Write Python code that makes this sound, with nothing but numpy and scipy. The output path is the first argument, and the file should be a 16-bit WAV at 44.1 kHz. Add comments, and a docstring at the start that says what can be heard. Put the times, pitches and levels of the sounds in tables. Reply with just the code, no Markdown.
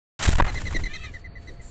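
"""In a quiet back yard, a dove bursts off a feeder right beside a small microphone.
Its feathers rustle, its wings clap once, and their gusts of air overload the microphone.
It flies away, trailing stirred air, and its fluttering feathers whistle on every wingbeat.
A jay gives one harsh call from across the yard."""
import sys
import numpy as np
from scipy import signal
from scipy.fft import rfft, irfft
from scipy.io import wavfile
from scipy.ndimage import uniform_filter1d

SR = 44100
rng = np.random.default_rng(int(sys.argv[2]) if len(sys.argv) > 2 else 0)


def log_audio(samples):
    """Write samples as a 16-bit WAV file to the path given in sys.argv[1]."""
    # one column per channel
    frames = np.atleast_2d(samples).T
    # limit to full scale, then quantise
    limited = np.clip(frames, -1, 1)
    pcm = np.round(limited * 32767).astype(np.int16)
    wavfile.write(sys.argv[1], SR, pcm)


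N = 74970
T = np.arange(N) / SR


def undb(db):
    """Turn decibels into a factor to multiply by."""
    return 10 ** (np.asarray(db) / 20)


def unit(x):
    """Scale a signal to an average strength (rms) of 1."""
    return x / np.sqrt(np.mean(x ** 2))


def colour(x, points):
    """Turn frequencies up or down along a curve of (f/Hz, level/dB) points."""
    hz, db = np.array(points, float).T
    f = np.maximum(np.arange(N + 1) * SR / (2 * N), 1)
    gain = undb(np.interp(np.log(f), np.log(hz), db))
    return irfft(rfft(x, 2 * N) * gain)[:N]


def noise(points):
    """Noise of strength 1 with the given tone colour."""
    return unit(colour(rng.standard_normal(N), points))


def wander(rate):
    """A smooth random wobble of strength 1 that changes about `rate` times a second."""
    width = max(int(SR / rate), 1)
    smoothed = uniform_filter1d(rng.standard_normal(N), width, mode="wrap")
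    return unit(uniform_filter1d(smoothed, width, mode="wrap"))


def yard():
    """Soft outdoor noise with two faint tones, a low swell and a thin, far hiss that starts late."""
    # tone colours of the background, the swell and the hiss: f/Hz, level/dB
    background_colour = [(40, -3), (120, 4.5), (300, -8.5), (600, -8.5), (1000, -14), (2000, -11.5),
                         (3500, -24.5), (4500, -8.5), (5500, -63.5), (7500, -43), (9000, -67)]
    swell_colour = [(100, -18.5), (170, -5), (330, 1), (550, -1.5), (900, -35), (4000, -27)]
    hiss_colour = [(5000, -14), (6700, -6), (7300, 9), (7900, -9), (8500, -10), (9000, -17)]
    # faint steady tones: f/Hz, level/dB
    tones = [(690, -64), (4497, -67)]
    swell_at_s, swell_width_s, hiss_start_s = 1.505, .072, 1.61
    swell = undb(-52) * np.exp(-((T - swell_at_s) / swell_width_s) ** 2) * noise(swell_colour)
    hiss = undb(-49.5) * np.clip((T - hiss_start_s) / .0072, 0, 1) * noise(hiss_colour)
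    hum = sum(undb(db) * np.sqrt(2) * np.sin(2 * np.pi * hz * T) for hz, db in tones)
    return undb(-53 + wander(4.6)) * noise(background_colour) + swell + hiss + hum


def rustle():
    """Feather rubs on feather in thousands of tiny ticks; gives a lower part (body) and a treble part."""
    # tone colours of the two parts: f/Hz, level/dB
    body_colour = [(100, 9), (300, -6.5), (500, -7), (700, -0.5), (1100, -0.5), (1900, 1), (2600, -5.5),
                   (4000, -18), (9000, -67.5)]
    treble_colour = [(1200, -27.5), (2200, -5.5), (3000, 4.5), (4300, 4.5), (5000, 3.5), (6600, 6),
                     (7300, 9.5), (7900, -2.5), (8800, -14)]
    ticks_per_s, scatter_db, flicker_db = 9000, 2.2, 2.2
    ticks = (rng.random(N) < ticks_per_s / SR) * rng.choice([-1, 1], N)
    ticks = ticks * undb(scatter_db * np.minimum(rng.exponential(size=N), 4))
    ticks *= undb(flicker_db * wander(220))
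    return unit(colour(ticks, body_colour)), unit(colour(ticks, treble_colour))


def stirred_air():
    """Stirred air buffets the microphone and feathers hiss, both fading as the bird leaves."""
    # rise and fall of the two sounds: t/s, air level/dB, relative hiss level/dB
    levels = [(.19, -49.5, -33), (.25, -28, -36), (.30, -22.5, -31), (.45, -20, -54), (.53, -20.5, -44.5),
              (.60, -16, -45), (.64, -17.5, -48), (.74, -19.5, -45), (.81, -15, -45), (.89, -24.5, -53.5),
              (1.0, -29.5, -55.5), (1.11, -24.5, -59.5), (1.2, -36.5, -59), (1.29, -29, -104),
              (1.42, -32.5, -59), (1.7, -31.5, -74)]
    # tone colour of the rumbling air: f/Hz, level/dB
    air_colour = [(20, 7.5), (45, -1.5), (85, -7), (130, -17), (250, -28.5), (500, -38.5), (1500, -65.5),
                  (8000, -77.5)]
    at, air_db, hiss_db = np.array(levels).T
    body, treble = rustle()
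    rumble = undb(np.interp(T, at, air_db)) * noise(air_colour)
    hiss = undb(np.interp(T, at, hiss_db)) * (body + undb(2.5) * treble)
    flicker = undb(-2 + 2 * wander(27))
    return rumble + hiss * flicker


def feathers():
    """Each stroke of the feathers is a burst of rustle that starts fast, holds and dies away."""
    # feather strokes: t/s, length/s, level/dB, treble compared with body/dB
    strokes = [(0.195, 0.036, -33, -6.5), (0.224, 0.021, -27, 4), (0.25, 0.015, -21.5, -1),
               (.274, 0.013, -22, 0), (0.29, 0.014, -17.5, 0), (0.3176, 0.0021, -28.5, 3.5),
               (0.327, 0.042, -28.5, -4.5), (0.366, 0.017, -25.5, -1), (0.381, 0.032, -25.5, -28),
               (0.397, .011, -17, -30), (0.419, 0.0099, -21, -16), (0.4418, 0.013, -29, -14.5),
               (0.4627, 0.00533, -26, -11), (0.468, 0.025, -29, -28), (0.497, 0.031, -40, -37),
               (0.522, 0.0052, -36, -8), (.541, 0.0069, -35, -1.5), (0.595, 0.027, -39, -4.5),
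               (.706, 0.031, -37, -8), (0.784, 0.024, -39, -40)]
    rise_s, fade_s = .002, .004
    body, treble = rustle()
    out = np.zeros(N)
    for start, length, db, treble_db in strokes:
        rise = np.clip((T - start) / rise_s, 0, 1)
        fade = np.exp(-np.maximum(T - start - length, 0) / fade_s)
        out += undb(db) * rise * fade * (body + undb(treble_db) * treble)
    return out


def echo(x):
    """Sound scatters back from the house wall and the fence."""
    delay_s, fade_60_db_s = .0088, .083
    tail = rng.standard_normal(N) * np.exp(-np.log(1000) * T / fade_60_db_s) * (T > delay_s)
    return signal.fftconvolve(x, tail / np.linalg.norm(tail))[:N]


def gusts():
    """A passing wing pushes air at the microphone, then quickly swings to pulling it back."""
    # close wingbeats: t/s, push length/s, swing time/s, pull length/s, pressure level/dB
    beats = [(.277, .015, .003, .008, -7.5), (.290, .0035, .001, .023, -4), (.330, .006, .003, .005, -13),
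             (.357, .019, .005, .027, -3), (.4235, .0145, .005, .020, -.5)]
    edge_s = .002
    out = np.zeros(N)
    for at, push, swing, pull, db in beats:
        passing = (np.tanh((T - at + push) / edge_s) - np.tanh((T - at - pull) / edge_s)) / 2
        out += undb(db) * passing * np.tanh((at - T) / swing)
    return out


def wing_clap():
    """The wings meet and the air between them rings briefly."""
    # two touches, so close that they sound like one clap: t/s, level/dB
    touches = [(0.4002, -0.5), (0.4054, -7.5)]
    # tones of the ringing air: f/Hz, level/dB, time to fade by 60 dB/s
    tones = [(930, -5.5, 0.024), (1042, 7, 0.013), (1507, -3, 0.011), (2040, -22, .01)]
    contact_s = .00088
    out = np.zeros(N)
    for at, db in touches:
        age = np.maximum(T - at, 0)
        ring = sum(undb(tone_db) * np.sin(2 * np.pi * hz * age) * np.exp(-np.log(1000) * age / fade_s)
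                   for hz, tone_db, fade_s in tones)
        out += undb(db) * ring * (1 - np.exp(-age / contact_s))
    return out


def wing_whistles():
    """On each beat the feathers flutter in a raspy whistle that rises and falls, and air swishes past."""
    # wingbeats: t/s, length/s, top pitch/Hz, level/dB, first overtone/dB, whoosh/dB, roughness (0-1)
    beats = [(0.479, 0.025, 2100, -33, -5, -9.5, 0.7), (.554, 0.035, 2056, -29.5, -9, -13, 0.8),
             (0.652, .035, 2095, -31, -10, -9, 1), (0.742, .037, 2068, -29, -7.5, -3, 0.74),
             (.835, 0.0093, 2076, -30.5, -2.5, -10, .7), (.853, 0.025, 2055, -33, -11, -12.5, .8),
             (0.934, .037, 2080, -34.5, -4, -19.5, 0.74), (1.033, .038, 2060, -38, -7.5, -14.5, 0.9),
             (1.138, 0.034, 2017, -37, -16.5, -15, .25), (1.242, 0.029, 2052, -39, -22.5, -22.5, 0.17),
             (1.353, 0.029, 2007, -41.5, -23, -17.5, 0.16), (1.472, 0.028, 2025, -43.5, -5.5, -10, 0.4),
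             (1.594, 0.023, 2043, -49, -25, -4, 0.1)]
    # tone colour of the low whoosh: f/Hz, level/dB
    whoosh_colour = [(80, 6), (200, 1), (420, 0), (650, -8.5), (1500, -50.5), (8000, -70.5)]
    rise_s, fade_s, overtone_step_db = .003, .013, -6
    peak_share, bend_per_s2 = .38, 200  # where in the beat the pitch peaks, how fast it bends away
    wing_drops_hz, wing_gains = (0, 100), (1, undb(-8))  # the second wing is lower and softer
    body, treble = rustle()
    swish = undb(-14) * body + undb(-15.5) * treble
    whoosh = noise(whoosh_colour)
    wobbles = [.022 * wander(240) + .028 * wander(1500) for _ in range(2)]  # waver plus rasp, per wing
    flutter_db = 2.8 * wander(170)
    out = np.zeros(N)
    for start, length, hz, db, overtone_db, whoosh_db, rough in beats:
        age = T - start
        loudness = np.clip(age / rise_s, 0, 1) * np.clip((length - age) / fade_s + .5, 0, 1)
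        on = loudness > 0
        pitch = hz * (1 - bend_per_s2 * (age[on] - peak_share * length) ** 2)
        sound = rough * swish[on] + undb(whoosh_db) * whoosh[on]
        for wobble, drop_hz, gain in zip(wobbles, wing_drops_hz, wing_gains):
            phase = 2 * np.pi * np.cumsum(pitch * (1 + rough * wobble[on]) - drop_hz) / SR
            overtones = sum(undb(overtone_db + overtone_step_db * k) * np.sin((k + 2) * phase)
                            for k in range(2))
            sound += np.sqrt(2) * gain * undb(rough * flutter_db[on]) * (np.sin(phase) + overtones)
        out[on] += undb(db) * loudness[on] * sound
    return out


def jay():
    """One harsh call that rises and falls: two rough voices close in pitch, blurred by the yard's echo."""
    # course of the call: t/s, f/Hz, level/dB
    course = [(0.872, 563, -53), (.91, 600, -41), (0.944, 630, -43.5), (0.979, 655, -46),
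              (1.004, 665, -42.5), (1.038, 639.3, -40.5), (1.075, 603, -44), (1.109, 570, -61)]
    # harmonics (tones at 1, 2, 3... times the pitch): relative level/dB
    harmonics = [-35, -5, -3, 0, -2, -1, -9, -22, -16, -14, -17, -19]
    roughness, flicker_db = .02, 4
    at, hz, db = np.array(course).T
    voices = np.zeros(N)
    for pitch_ratio, gain in ((1, 1), (.93, undb(-8))):
        pitch = pitch_ratio * np.interp(T, at, hz) * (1 + roughness * wander(600))
        phase = 2 * np.pi * np.cumsum(pitch) / SR
        for k, harmonic_db in enumerate(harmonics, 1):
            voices += gain * undb(harmonic_db + flicker_db * wander(87)) * np.sin(k * phase)
    call = unit(voices) * np.interp(T, at, undb(db), left=0, right=0)
    return call + undb(-3) * echo(call)


def scene():
    """The dove takes off and flies away, with the jay and the yard behind it."""
    wings = feathers() + wing_whistles()
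    dove = wings + undb(-15.5) * echo(wings) + wing_clap() + gusts() + stirred_air()
    return (dove + jay() + yard())[None]


def record(dry):
    """Strong gusts overload the microphone and choke other sounds; deep bass and high treble are cut."""
    # tone colour of the microphone: f/Hz, level/dB
    mic_colour = [(6, -21.5), (15, -8.5), (30, -6), (100, -1.5), (400, 2), (1000, -1.5), (9000, -7.5)]
    overload, sharpness, leak = .44, 5, .06  # leak: the share of sound that escapes squashing
    silent_until_s, top_hz = .19, 8800
    pressure = dry[0]
    squashed = pressure / (1 + np.abs(pressure / overload) ** sharpness) ** (1 / sharpness)
    sound = colour(squashed + leak * (pressure - squashed), mic_colour)
    sound *= np.clip((T - silent_until_s) / .0024, 0, 1)
    low_pass = signal.ellip(10, .2, 80, top_hz, fs=SR, output="sos")
    return signal.sosfilt(low_pass, sound)[None]


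dry = scene()
out = record(dry)
log_audio(out)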